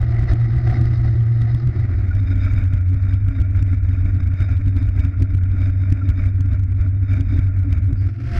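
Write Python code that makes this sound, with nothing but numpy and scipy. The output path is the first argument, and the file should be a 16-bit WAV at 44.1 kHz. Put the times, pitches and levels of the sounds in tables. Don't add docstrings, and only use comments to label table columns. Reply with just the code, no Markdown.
import sys
import numpy as np
from scipy import signal
from scipy.fft import rfft, irfft, next_fast_len
from scipy.io import wavfile
from scipy.ndimage import uniform_filter1d, map_coordinates

SR = 44100
rng = np.random.default_rng(int(sys.argv[2]) if len(sys.argv) > 2 else 0)


def dump_mix(stems):
    frames = np.atleast_2d(stems).T
    limited = np.clip(frames, -1, 1)
    pcm = np.round(limited * 32767).astype(np.int16)
    wavfile.write(sys.argv[1], SR, pcm)


N = 369999
T = np.arange(N) / SR

# time_s, level_db
SHAKE = [(0, -16), (1.2, -14.5), (1.93, -17), (2.4, -15.5), (8.05, -16), (8.17, -26), (8.39, -16)]
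# middle_s, change_db
LULLS = [(1.6, -5.5), (1.733, -5), (3.34, -7.5), (4.37, -8), (5.135, -8), (5.99, -7)]
# middle_s, rise_db
JOLTS = [(.807, 11), (2.314, 9), (2.93, 9), (3.401, 5.5), (4.974, 8.5), (5.22, 14), (5.342, 5),
         (5.918, 0.5), (6.04, 8.5), (7.193, 8), (7.35, 12.5), (7.667, 13.5), (7.916, 9.5)]
# time_s, level_db
AIR = [(0.0, -46.5), (0.9, -47.5), (1.3, -52), (2.1, -47.5), (2.85, -51), (4.6, -49.5), (5.35, -51.5),
       (6.1, -48.5), (6.65, -56), (7.6, -50.5), (8.16, -55.5), (8.39, -38.5)]
# middle_s, length_s, rise_db
GUSTS = [(0.165, 0.1, 2), (0.298, 0.07, 5.5), (0.727, 0.16, 5.5), (1.066, 0.053, 5.5), (1.464, 0.13, 4),
         (2.304, 0.066, 4), (2.457, 0.15, 6.5), (2.597, 0.13, 5), (2.758, 0.08, 4.5), (3.078, 0.19, 3),
         (3.331, 0.12, 3), (3.59, 0.064, 2.5), (3.739, 0.029, 5.0), (3.912, 0.1, 3), (4.082, 0.06, 4.5),
         (4.457, 0.23, 5), (4.793, 0.09, 3), (5.021, 0.11, 5.5), (5.635, 0.14, 6), (5.899, 0.16, 2),
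         (6.241, 0.13, 5.5), (6.535, 0.09, 6.5), (6.825, 0.11, 7.5), (7.146, 0.14, 9.5), (7.337, 0.17, 6.5),
         (7.742, 0.09, 5), (8.058, 0.11, 5.5)]
# start_s, end_s
FADES = [(1.681, 2.2), (8.002, 8.36)]
# pitch_hz, width_hz, relative level_db
STIFF_UPPER = [(228, 36, 1), (325, 27, 3), (358.6, 13, -0.5)]
SOFT_UPPER = [(272.1, 16.7, 10.5), (312, 130, -13.5)]
# pitch_hz, relative level_db per Hz
EDDIES = [(12, -7.5), (28, -4), (48, 2), (85, 5.5), (110, -6), (140, -15.5), (180, -18), (240, -20),
          (400, -38.5), (600, -80)]
# time_s, relative strength_db
BUFFETS = [(0.2239, -32), (0.3349, -25), (0.7121, -39), (0.8554, -33), (1.417, -34.5), (1.5473, -31),
           (1.6731, -31.5), (2.1509, -35.5), (2.5359, -32), (2.736, -31), (2.943, -37), (3.2849, -29.5),
           (3.4161, -31.5), (3.6261, -27), (4.338, -37), (4.405, -32.5), (4.6614, -36), (5.0502, -29),
           (5.2227, -24), (5.3495, -28), (5.9239, -20.5), (6.09, -27), (6.4073, -32.5), (7.2084, -31),
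           (7.391, -23.5), (7.7273, -29), (7.9293, -30.5)]
# pitch_hz, relative level_db per Hz
FIRST_RUSH = [(250, -5.5), (450, 1), (620, 3), (740, 4.5), (920, -7), (1100, -5.5), (1230, 3), (1500, 0),
              (1720, -3), (1930, 3.5), (2250, -7.5), (2800, -16.5), (5800, -27.5), (15000, -60)]
MIDDLE_RUSH = [(250, 11), (400, -6), (520, -1.5), (620, 11.5), (780, -1.5), (980, -4), (1200, 2), (1410, 9),
               (1900, 3), (2330, 6), (2800, -14.5), (6500, -77), (15000, -64)]
LAST_RUSH = [(250, -12), (480, -10), (720, -5), (950, -10.5), (1400, 4.5), (2200, 0.5), (3700, -13),
             (5100, -10.5), (6500, -22), (15000, -40)]
# pitch_hz, relative level_db per Hz
RUSTLE = [(1500, -19.5), (2800, 0), (4400, -4), (7000, -8), (15000, -25.5)]
# pitch_hz, width_hz, relative level_db
LAST_HOLLOWS = [(527, 15, -1.5), (693, 17, 1), (1340, 44, -2.5)]
# pitch_hz, width_hz, relative level_db
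FIRST_GAPS = [(3780, 160, 0), (4210, 170, -2), (4780, 260, -5), (5120, 220, -4), (5950, 300, -14)]
MIDDLE_GAPS = [(3672, 85, 0), (5000, 200, -10)]
# pitch_hz, relative level_db per Hz
HISS = [(2000, -14.5), (4000, 3.5), (6500, 8.5), (9000, -15.5), (15000, -15.5)]
# pitch_hz, relative level_db per Hz
CRACKLE = [(500, -1), (1500, 3), (3200, 1), (4700, -5), (6300, -8.5), (12000, -16.5), (15500, -28)]
# middle_s, mean pitch_hz, level_db at the peak (rms of the sine)
SQUEAKS = [(2.116, 1450, -35.5), (2.321, 1440, -37.5), (2.478, 1300, -41), (6.022, 1370, -38),
           (6.115, 1430, -42)]

STIFF_HZ, SOFT_HZ = 116, 95.3
LULL_S, JOLT_S = 0.065, 0.055
CRUISE_DB = -48.6
JUDDER_DB, JUDDER_PER_AIR = -38.5, 0.65
THUMP_DB, THUMP_PER_STRENGTH = -7, 0.3
FIRST_WHISTLE_DB, MIDDLE_WHISTLE_DB, WHISTLE_PER_AIR = -14, -15, 0.76
TOP_HZ = 15500


def rumble(first, middle, last, eddy, flow_db):
    judder_db = JUDDER_PER_AIR * flow_db + sum(db * swell(s, JOLT_S) for s, db in JOLTS)

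    stiff_drone = (first ** 3 + last) * shedding(STIFF_HZ, wobble=.025, throb_db=3.5)
    soft_drone = middle * shedding(SOFT_HZ, wobble=.018, throb_db=2.0)
    drone = (stiff_drone + soft_drone) * undb(-.6 * first * (flow_db - 1.5))

    rough_db = 0.18 * judder_db + 0.7 * flow_db - 5.0 * first
    pressure = noise(EDDIES) * undb(rough_db + 2.4 * eddy - 2.5)
    low = steady(drone + pressure, seconds=0.23, amount=1.0)

    stiff_upper = (first + last) * ringing(STIFF_UPPER, skirt=2.1)
    soft_upper = middle * ringing(SOFT_UPPER, skirt=3.7)
    upper = steady(stiff_upper + soft_upper, seconds=1.0, amount=0.34) * undb(1.9 * eddy)

    shake_db = curve(SHAKE) + sum(db * swell(s, LULL_S) for s, db in LULLS)
    return undb(shake_db) * low + undb(JUDDER_DB + judder_db) * upper


def shedding(hz, wobble, throb_db):
    cycles = np.cumsum(hz * (1 + wobble * walk(22))) / SR
    times = np.transpose(BUFFETS)[0]
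    slip = np.unwrap(2 * np.pi * (np.interp(times, T, cycles) % 1))
    phase = 2 * np.pi * cycles - np.interp(T, times, slip)
    return unit(-np.cos(phase) * undb(throb_db * walk(20)))


def buffets(low, thump_s, thump_hz, knock_s, knock_db, crackle_s, crackle_db):
    overload = np.zeros(N)
    usual_db = np.mean(BUFFETS, axis=0)[1]
    for s, strength_db in BUFFETS:
        thump_db = THUMP_DB + THUMP_PER_STRENGTH * (strength_db - usual_db)
        near = slice(int((s - .04) * SR), int((s + .04) * SR))
        t = T[near] - s - .001

        grip = np.exp(-(t / thump_s) ** 2)
        thump = -undb(thump_db) * np.cos(2 * np.pi * thump_hz * t)
        swing = np.zeros(N)
        swing[near] = grip * (thump - low[near])

        knock = np.cos(2 * np.pi * SOFT_UPPER[0][0] * t) / np.cosh(t / knock_s)
        swing[near] -= undb(strength_db + knock_db) * knock
        low = low + swing
        overload[near] += undb(strength_db + crackle_db) * np.exp(-(t / crackle_s) ** 2)
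    return low, overload


def airflow(first, middle, last, eddy, flow_db):
    flutter = unit(undb(1.0 * eddy + 2.0 * walk(190)))
    colours = (rush(first, middle, last)
               + howls(first, middle, last, flow_db)
               + whistles(first, middle, flow_db))
    return flutter * undb(CRUISE_DB + flow_db) * colours


def rush(first, middle, last):
    first_rush = first * noise(FIRST_RUSH) * undb(3.0)
    middle_rush = middle * (noise(MIDDLE_RUSH) * undb(2.5) + noise(RUSTLE) * undb(-23.5))
    last_rush = last * noise(LAST_RUSH) * undb(2.0)
    return first_rush + middle_rush + last_rush


def howls(first, middle, last, flow_db):
    gusty_howl = ringing([(712, 58, 0)], skirt=2.2) * undb(-6 + 1.1 * flow_db)
    fitful_howl = ringing([(1982, 160, 0)], skirt=2) * undb(-6.5 + 3.8 * walk(25))
    chirps = ringing([(1401, 44, 0)], skirt=2.4) * undb(-11.5 + 10 * np.tanh(walk(25)))
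    gusty_high = ringing([(2284, 110, 0)], skirt=3) * undb(-10.5 + 1.2 * flow_db)
    hollows = ringing(LAST_HOLLOWS, skirt=3) * undb(-2)
    return first * (gusty_howl + fitful_howl) + middle * (chirps + gusty_high) + last * hollows


def whistles(first, middle, flow_db):
    first_whistle = first * ringing(FIRST_GAPS, skirt=2.1) * undb(FIRST_WHISTLE_DB + 2.5 * walk(30))
    whistle = middle ** 3 * ringing(MIDDLE_GAPS, skirt=5.5) * undb(-3.5 + 5.4 * np.tanh(walk(40)))
    hiss = middle * noise(HISS) * undb(-13.5 + 3.3 * walk(130))
    return first_whistle + (whistle + hiss) * undb(MIDDLE_WHISTLE_DB + WHISTLE_PER_AIR * flow_db)


def crackle(low, overload, knee, span, crest_db, push_share):
    crest = np.maximum(-low, push_share * low)
    excess = np.clip((crest - knee) / span, 0, 1) ** 2
    crest_gain = undb(crest_db + 4.0 * np.tanh(walk(60)))
    return noise(CRACKLE) * (overload + crest_gain * excess)


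def squeaks(length_s):
    cycles = np.cumsum(1 + 0.0022 * walk(120)) / SR
    out = np.zeros(N)
    for s, hz, db in SQUEAKS:
        near = np.abs(T - s) < 4 * length_s
        envelope = np.exp(-((T[near] - s) / length_s) ** 2)
        out[near] += undb(db) * np.sqrt(2) * envelope * np.sin(2 * np.pi * hz * cycles[near])
    return out


def puff(s, length_s, hz, width_hz, db):
    return ringing([(hz, width_hz, 0)], skirt=3) * undb(db) * swell(s, length_s)


def flow():
    gusts = sum(db * swell(s, length_s) for s, length_s, db in GUSTS)
    return curve(AIR) - CRUISE_DB + gusts + 0.37 * walk(18)


def mounts():
    a, b = (np.clip((T - start) / (end - start), 0, 1) for start, end in FADES)
    return np.sqrt(1 - a), np.sqrt(a * (1 - b)), np.sqrt(b)


def ringing(modes, skirt):
    size = next_fast_len(N)
    f = np.fft.rfftfreq(size, 1 / SR) + 1
    power = 0
    for hz, width, db in modes:
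        detune = (f / hz - hz / f) * hz / width
        power = power + undb(db) ** 2 / (1 + detune ** 2) / (1 + (detune / skirt) ** 2)
    spectrum = rfft(rng.standard_normal(N), size) * np.sqrt(power)
    return unit(irfft(spectrum, size)[:N])


def noise(colour):
    hz, db = np.transpose(colour)
    size = next_fast_len(N)
    f = np.fft.rfftfreq(size, 1 / SR) + 1
    gain = undb(np.interp(np.log(f), np.log(hz), db))
    return unit(irfft(rfft(rng.standard_normal(N), size) * gain, size)[:N])


def steady(x, seconds, amount):
    size = int(seconds * SR / 2) + 1
    power = uniform_filter1d(uniform_filter1d(x ** 2, size), size)
    return unit(x / (np.abs(power) + 1e-9) ** (amount / 2))


def walk(rate):
    steps = rng.standard_normal(N // 50)
    return unit(map_coordinates(steps, [T * rate], order=3, mode="wrap"))


def swell(s, length_s):
    return np.exp(-np.minimum(np.square(np.square(2 * (T - s) / length_s)), 20))


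def curve(table):
    return np.interp(T, *np.transpose(table))


def unit(x):
    return x / np.sqrt(np.mean(x ** 2))


def undb(db):
    return 10 ** (np.asarray(db) / 20)


def scene():
    shares = mounts()
    flow_db = flow()
    eddy = walk(40)
    shaking = rumble(*shares, eddy, flow_db)
    low, overload = buffets(shaking, thump_s=0.0053, thump_hz=85.4, knock_s=0.0038, knock_db=2.5,
                            crackle_s=.0013, crackle_db=-18.0)
    air = airflow(*shares, eddy, flow_db)
    grit = crackle(low, overload, knee=0.13, span=0.23, crest_db=-47.0, push_share=0.8)
    hiss = puff(s=8.005, length_s=0.082, hz=4750, width_hz=400, db=-63)
    return (low + air + grit + squeaks(length_s=0.0084) + hiss)[None]


def record(dry):
    ends = np.clip(np.minimum(T, T[-1] - T) / .004, 0, 1)
    low_pass = signal.ellip(12, .2, 80, TOP_HZ, fs=SR, output="sos")
    return ends * signal.sosfilt(low_pass, dry)


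dry = scene()
out = record(dry)
dump_mix(out)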